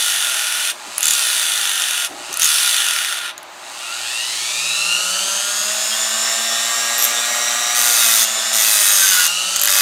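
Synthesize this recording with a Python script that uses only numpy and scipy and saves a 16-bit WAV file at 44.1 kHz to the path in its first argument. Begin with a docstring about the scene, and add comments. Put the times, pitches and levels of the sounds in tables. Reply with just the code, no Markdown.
"""A gritty, juddering grind, close up: a handheld rotary tool cuts a small fan's plastic frame on a desk.
Three slow cuts nearly stall the motor; lifted clear, it runs up to a free whine, then makes faster cuts.
The disc's grit scrapes and rings the frame, hardest as the disc bounces, with snatches and screeches.
The motor sings at multiples of its shaft speed and throbs with the mains; its brushes and fan hiss."""
import sys
import numpy as np
from scipy import signal
from scipy.fft import rfft, irfft
from scipy.io import wavfile
from scipy.ndimage import uniform_filter1d, minimum_filter1d

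SR = 44100
rng = np.random.default_rng(int(sys.argv[2]) if len(sys.argv) > 2 else 0)


def log_audio(samples):
    """Write samples as a 16-bit WAV file to the path given in sys.argv[1]."""
    # one column per channel
    frames = np.atleast_2d(samples).T
    # limit to full scale, then quantise
    limited = np.clip(frames, -1, 1)
    pcm = np.round(limited * 32767).astype(np.int16)
    wavfile.write(sys.argv[1], SR, pcm)


N = 432621
T = np.arange(N) / SR
FREQ = np.maximum(np.arange(N // 2 + 1) * SR / N, 1)
FREE_HZ, MAINS_PULSE_HZ = 245.6, 120  # unloaded shaft speed; two current pulses per mains cycle


# Load on the shaft, one row per cut: braking at the start/(Hz/s), at the end/(Hz/s)
BRAKING = [(217, 115), (189, 151), (200, 242), (225, 225), (0, 115), (69, 136), (70, 40)]
def shaft_speed(start_hz=57.9, pull_hz_per_s=150.6, step_s=0.001):
    """Turns per second: the motor pulls towards its free speed and each cut brakes it."""
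    t = np.arange(0, T[-1] + step_s, step_s)
    drag = sum(np.interp(t, cut[:2], braking, left=0, right=0) for cut, braking in zip(CUTS, BRAKING))
    hz = [start_hz]
    for braking in drag[:-1]:
        pull = pull_hz_per_s * (1 - (hz[-1] / FREE_HZ) ** 1.52)
        hz.append(max(hz[-1] + step_s * (pull - braking), 2))
    return np.interp(T, t, hz)


# Ring of the frame as gripped for the slow and for the fast cuts: f/Hz, width/Hz, level/dB
FRAME_SLOW = [(1421, 196, 7.5), (1830, 290, 3), (2540, 530, 0.5), (2935, 290, 3), (3507, 470, 3.5),
              (4150, 150, -3), (4674, 290, -4), (5340, 66, -1.5), (5900, 450, -4.5), (6190, 250, -6.5),
              (6670, 500, -5), (7590, 380, -4.5), (8650, 490, -2), (9400, 250, -3), (10300, 1530, -4.5),
              (10800, 1900, -10), (12400, 330, -14), (14450, 400, -11), (15330, 130, -8)]
FRAME_FAST = [(1510, 890, 3.5), (1943, 440, 1), (2564, 89, 6), (3500, 930, 2), (4890, 350, -1),
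              (5580, 220, -5.5), (6220, 810, 0), (6810, 1700, -2), (8870, 1130, -0.5), (10440, 800, -2),
              (11720, 1350, -3), (13280, 650, -2), (14300, 600, -14), (15100, 450, -7)]
# Cut cues: start/s, end/s, swell/s, scrape level/dB, body level/dB, bounce/0-1, grip (0 slow, 1 fast)
CUTS = [(-.05, .725, .02, -19, -24, 0.37, 0), (1.018, 2.078, 0.084, -17.5, -23, 0.45, 0),
        (2.398, 3.205, 0.066, -15.5, -21, 0.46, 0), (3.198, 3.322, 0.02, -28.5, -24, 0, 0),
        (7.741, 8.254, 0.39, -10.5, -17.5, 0.89, 1), (8.526, 9.28, 0.14, -10.5, -17.5, 0.92, 1),
        (9.673, 9.84, 0.16, -5.5, -8.5, 0.98, 1)]
def cuts(turns, hz, release_s=0.019, bounce_s=0.00068, crossover_hz=4500):
    """Grit scrapes the frame as the disc bounces: every turn in slow cuts, every other in fast ones."""
    low = 1 / (1 + (FREQ / crossover_hz) ** 8)
    out = 0
    for grip, (frame, turns_per_bounce) in enumerate([(FRAME_SLOW, 1), (FRAME_FAST, 2)]):
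        scrape_gain, body_gain, bounce = np.zeros((3, N))
        for start, end, swell, scrape_db, body_db, depth, _ in (c for c in CUTS if c[-1] == grip):
            age = np.maximum(T - start, 0)
            touch = np.clip((end - T) / release_s + 0.1, 0, 1)
            attack = (1 - np.exp(-age / swell)) ** 0.37
            sink = (1 - np.exp(-age / swell / 2.9)) ** 0.34  # the body swells as the disc sinks in
            octaves = np.log2(hz / np.interp(start, T, hz))  # a slowing disc cuts more quietly
            scrape_gain += touch * attack * undb(scrape_db + 6 * octaves)
            body_gain += touch * sink * undb(body_db + 2.5 * octaves)
            bounce[T > start] = depth
        bounce *= np.minimum(hz / 36, 1)  # the disc steadies near a stall
        hops = turns / turns_per_bounce + 0.082 * walk(38)
        period = turns_per_bounce / hz
        bite = undb(0.9 * rng.standard_normal(N // 10))[hops.astype(int)]
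        strike = np.exp(-((hops % 1 - .5) * period / bounce_s) ** 2)
        strike *= np.sqrt(period / bounce_s / np.sqrt(np.pi / 2))  # mean power 1
        scrape = grit(turns, 1.0, count=400) * np.sqrt(1 - bounce ** 2 + (bounce * bite * strike) ** 2)
        treble, body = (shape(scrape, resonances(frame) * np.sqrt(share)) for share in (1 - low, low))
        out = out + scrape_gain * treble + body_gain * body
    return out


# Lead tones of the unbalance, the fan and the eight armature slots: f/shaft speed
TONE_ORDERS = (1, 3, 8, 16, 24, 32)
# Their voicing before the resonances: full-speed level/dB, slope/(dB/octave), throb depth, rasp/dB
TONES = [(-29, 12, .04, -7), (-24.5, 20.5, 1.3, -5), (-29, 8.5, 0.18, 2), (-30, -1, 0.4, -1.5),
         (-25.5, 6.5, 0.17, -3), (-32.5, 1.5, 0.14, 5.5)]
# Resonances they glide through: f/Hz, width/Hz, level/dB
TONE_RESONANCES = [(600, 99, -0.5), (750, 200, -2.5), (1390, 120, 0), (1900, 82, 0), (2770, 390, 6.5),
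                   (3490, 380, -3), (3960, 490, 2.5), (4530, 250, -4), (5460, 850, -6.5), (6600, 1200, 1),
                   (7100, 1200, 6.5)]
# Faint overtones: f/shaft speed; level/dB at full speed
FAINT_ORDERS = (2, 4, 5, 6, 7, 9, 10, 13, 15, 17, 28, 30)
FAINT_DB = [-49, -54.5, -42, -44.5, -50, -37, -43, -47, -33.5, -47.5, -53, -47]
# Sizzle of the upper slot tones: f/shaft speed; level/dB
SIZZLE_ORDERS = (40, 48, 56, 64)
SIZZLE_DB = [-34.5, -38, -38, -43]
def whine(turns, hz, onset_hz=58.6, floor_db=-19.5):
    """Unbalance, fan and armature slots sing at multiples of the shaft speed and throb with the mains."""
    angle, octaves = 2 * np.pi * turns, np.log2(hz / FREE_HZ)
    mains = np.cos(2 * np.pi * MAINS_PULSE_HZ * T)
    lead = 0
    for order, (db, db_per_octave, depth, rasp_db) in zip(TONE_ORDERS, TONES):
        tone = np.sqrt(2) * np.cos(order * angle) + undb(rasp_db) * hoarse(order * angle, 19 * order)
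        level = undb(db + db_per_octave * octaves + 1.35 * walk(6.7))
        lead = lead + level * unit(np.exp(depth * mains)) * unit(tone)
    lead /= 1 + (onset_hz / hz) ** 4
    lead = irfft(rfft(lead) * np.hypot(resonances(TONE_RESONANCES), undb(floor_db)), N)
    faint = sum(undb(db + 4.6 * walk(14)) * np.sqrt(2) * np.cos(order * angle + 2 * np.pi * rng.random())
                for order, db in zip(FAINT_ORDERS, FAINT_DB))
    sizzle = sum(undb(db) * (hoarse(order * angle, 360) + 0.24 * np.cos(order * angle))
                 for order, db in zip(SIZZLE_ORDERS, SIZZLE_DB))
    sizzle_gain = 1 / (1 + ((hz - 173) / 91) ** 2) / (1 + (onset_hz / hz) ** 2)  # peaks at mid speed
    return lead + faint * throb(1.0) * (hz / FREE_HZ) ** 5 + sizzle * throb(0.32) * sizzle_gain


def lift(peak_s=4.93, half_s=0.54, boost_db=2.5):
    """Gain that brings the whine forward as the tool is lifted closer."""
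    return undb(boost_db * np.exp(-((T - peak_s) / half_s) ** 2))


# Ring of the motor housing: f/Hz, width/Hz, level/dB
HOUSING = [(710, 730, -11.5), (1310, 135, 2.5), (1804, 98, 4.5), (2780, 460, 4.5), (3810, 740, 5),
           (4640, 1300, 3), (6530, 860, 3), (7850, 2500, 2.5), (8450, 270, 2), (10600, 2100, -7)]
# EQ of the cooling air: f/Hz, level/dB
AIR_EQ = [(100, -27), (470, -17), (600, -1.5), (900, -7), (1200, 7), (1900, -2.5), (2300, 0.5), (3600, -6),
          (4700, -26), (6000, 0), (8000, -1.5), (11500, -41), (13400, -5.5), (15500, -23)]
def motor_rush(turns, hz, knee_hz=107, brush_db=-23, air_db=-24.5, idle_air_db=-46):
    """Brushes rub and spark on the commutator and ring the housing; fan air rises steeply with speed."""
    throb_depth = np.interp(hz, [60, 220], [.32, .1])
    brush = shape(grit(turns, 1.2, count=500) * throb(throb_depth), resonances(HOUSING))
    air = shape(grit(turns, 1.9, count=400) * throb(.15), colour(AIR_EQ))
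    brush_gain = undb(brush_db) / np.sqrt(1 + (knee_hz / hz) ** 4.94)
    air_gain = undb(air_db) * (hz / FREE_HZ) ** 6 + undb(idle_air_db) * np.minimum(hz / 35, 1)
    return brush * brush_gain + air * air_gain


# Screech cues: start/s, end/s, f/shaft speed, level/dB, roughness width/Hz
SCREECHES = [(7.947, 8.24, 16, -25, 180), (8.68, 9.077, 44, -21, 170), (8.85, 9.14, 33, -19, 200),
             (8.976, 9.284, 8, -23.5, 14)]
def screeches(turns):
    """Rough squeals and groans locked to the disc, falling as it slows."""
    out = 0
    for start, end, order, db, width_hz in SCREECHES:
        fade = np.exp(-((2 * T - start - end) / (end - start)) ** 4)
        out = out + undb(db) * fade * hoarse(2 * np.pi * order * turns, width_hz)
    return out


# Runs of snatches: t/s, length/s, spacing/turns, relative level/dB, squeak f/Hz
SNATCHES = [(0.979, .04, 2, -7, 10580), (1.028, .056, 1, 0, 6950), (1.106, .035, 2, -1, 6980),
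            (2.326, .02, 1, -12.5, 6230), (2.37, .04, 2, 0, 10500), (2.4174, .042, 1, 3, 6490),
            (3.377, .01, 1, -23, 6460), (3.428, .01, 1, -21, 9600), (6.98, .075, 2, -2.5, 12060),
            (7.001, .08, 2, -14, 6500), (9.559, .01, 1, -5, 7020), (9.594, 0.12, 5, -3, 7220),
            (9.613, .05, 4, -0.5, 11800)]
def snatches(turns, push_s=0.0014, crack_db=-11, squeak_db=-6, scatter_db=4.7, detune=0.028):
    """The disc's edge catches the plastic at the same point of its turn, with a crack and a squeak."""
    crack, squeak = np.zeros((2, N))
    t = T[:SR // 50]
    push = np.exp(-(t / push_s - 2) ** 2)
    for start, run_s, spacing, db, hz in SNATCHES:
        first, last = np.interp([start, start + run_s], T, turns)
        for i in np.searchsorted(turns, np.arange(first, last, spacing)):
            burst = undb(db + scatter_db * rng.standard_normal()) * push
            pitch = hz * (1 + detune * rng.standard_normal())
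            crack[i:i + len(t)] += burst * rng.standard_normal(len(t))
            phase_drift = np.cumsum(0.17 * rng.standard_normal(len(t)))
            squeak[i:i + len(t)] += burst * np.sin(2 * np.pi * pitch * t + phase_drift)
    bright_frame = resonances(FRAME_FAST) * FREQ / (FREQ + 4000)
    return undb(crack_db) * np.std(crack) * shape(crack, bright_frame) + undb(squeak_db) * squeak


# Slide cues: t/s, length/s, level/dB
SLIDES = [(.86, 0.057, -43), (2.098, 0.052, -36.5), (2.138, 0.097, -40), (2.286, 0.043, -40)]
def slides():
    """The frame slides on the desk top with a dull rub."""
    rub = sum(undb(db) * np.exp(-(2 * (T - start) / length - 1) ** 4) for start, length, db in SLIDES)
    dull = colour([(60, -24), (170, -5), (250, 5), (350, 7), (480, -5), (820, 7), (1300, -81),
                   (8000, -70)])
    return rub * shape(noise(), dull)


# Mains hum: f/Hz, level/dB
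HUM = [(120, -71.5), (240, -76), (360, -58), (600, -57)]
# EQ of the room tone: f/Hz, level/dB
ROOM_EQ = [(25, -41), (110, -23.5), (300, -13), (480, -13), (600, -4.5), (850, -0.5), (1500, -6),
           (2200, -9.5), (4000, -13), (8000, -31), (15000, -92)]
def room_tone(rush_db=-38):
    """A bed of soft steady rush and mains hum."""
    hum = sum(undb(db) * np.sqrt(2) * np.sin(2 * np.pi * (hz * T + rng.random())) for hz, db in HUM)
    return hum + undb(rush_db) * shape(noise(), colour(ROOM_EQ))


def reflections(x, wet_db, t60=0.27):
    """Short diffuse answer of the desk and walls."""
    t = T[:SR // 3]
    tail = rng.standard_normal(len(t)) * np.exp(-np.log(1000) * t / t60) * (t > .003)
    return undb(wet_db) * signal.fftconvolve(x, tail / np.linalg.norm(tail))[:N]


def grit(turns, scatter, count):
    """Ticks from `count` bumps around a spinning rim; their sizes scatter on every pass."""
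    angles = (np.arange(count) + rng.random(count)) / count
    sizes = rng.standard_normal(count)
    passes = (np.arange(int(turns[-1]) + 1)[:, None] + angles).ravel()
    size = np.resize(sizes, len(passes)) + scatter * rng.standard_normal(len(passes))
    speed = np.interp(passes, turns, np.gradient(turns))
    size = size * (passes < turns[-1]) / np.sqrt(speed)  # equal power at any speed
    at = np.interp(passes, turns, 2 * np.arange(N))  # twice oversampled
    index, fraction = at.astype(int), at % 1
    ticks = np.bincount(index, size * (1 - fraction), 2 * N)
    ticks += np.bincount(index + 1, size * fraction, 2 * N)
    return unit(signal.resample_poly(ticks, 1, 2))


def throb(depth):
    """Tremolo from the pulsing motor current, rms 1."""
    return unit(1 + depth * np.cos(2 * np.pi * MAINS_PULSE_HZ * T))


def hoarse(angle, width_hz):
    """A tone smeared into a narrow rough band, rms 1."""
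    return walk(width_hz) * np.cos(angle) + walk(width_hz) * np.sin(angle)


def resonances(modes, skirt=1.48):
    """Gain per frequency of a small body; it radiates little bass."""
    power = sum(undb(db) ** 2 / (1 + (2 * (FREQ - hz) / width) ** 2) ** skirt for hz, width, db in modes)
    return np.sqrt(power / (1 + (1000 / FREQ) ** 4))


def colour(points):
    """EQ curve through points of f/Hz, level/dB."""
    hz, db = np.transpose(points)
    return undb(np.interp(np.log(FREQ), np.log(hz), db))


def shape(x, gain):
    """Filter by a gain per frequency, to rms 1."""
    return unit(irfft(rfft(x) * gain, N))


def walk(rate_hz):
    """Smooth random drift, rms 1."""
    return shape(noise(), 1 / (1 + (FREQ / rate_hz) ** 4))


def noise():
    return rng.standard_normal(N)


def unit(x):
    return x / np.sqrt(np.mean(x ** 2) + 1e-18)


def undb(db):
    return 10 ** (np.asarray(db) / 20)


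def scene():
    """The shaft speed drives motor and disc; the desk and walls answer, in narrow stereo."""
    hz = shaft_speed()
    turns = np.cumsum(hz) / SR
    motor = lift() * whine(turns, hz) + motor_rush(turns, hz)
    disc = cuts(turns, hz) + screeches(turns) + snatches(turns)
    sound = motor + disc + slides() + room_tone()
    mid = sound + reflections(sound, wet_db=-12)
    # left and right part mostly in the bass and treble
    width = colour([(250, -21), (600, -30.5), (1500, -78), (4000, -30.5), (8000, -26.5), (12000, -31)])
    side = irfft(rfft(sound + reflections(sound, wet_db=-4)) * width * 1j, N)
    return np.array([mid + side, mid - side])


def record(dry, ceiling=0.85, top_hz=15750):
    """A fast limiter holds the loudest peaks, and a steep low-pass cuts the top."""
    headroom = np.minimum(1, ceiling / (np.abs(dry).max(axis=0) + 1e-9))
    gain = uniform_filter1d(minimum_filter1d(headroom, size=41), size=41)
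    return signal.sosfilt(signal.ellip(10, .2, 80, top_hz, fs=SR, output="sos"), dry * gain)


dry = scene()
out = record(dry)
log_audio(out)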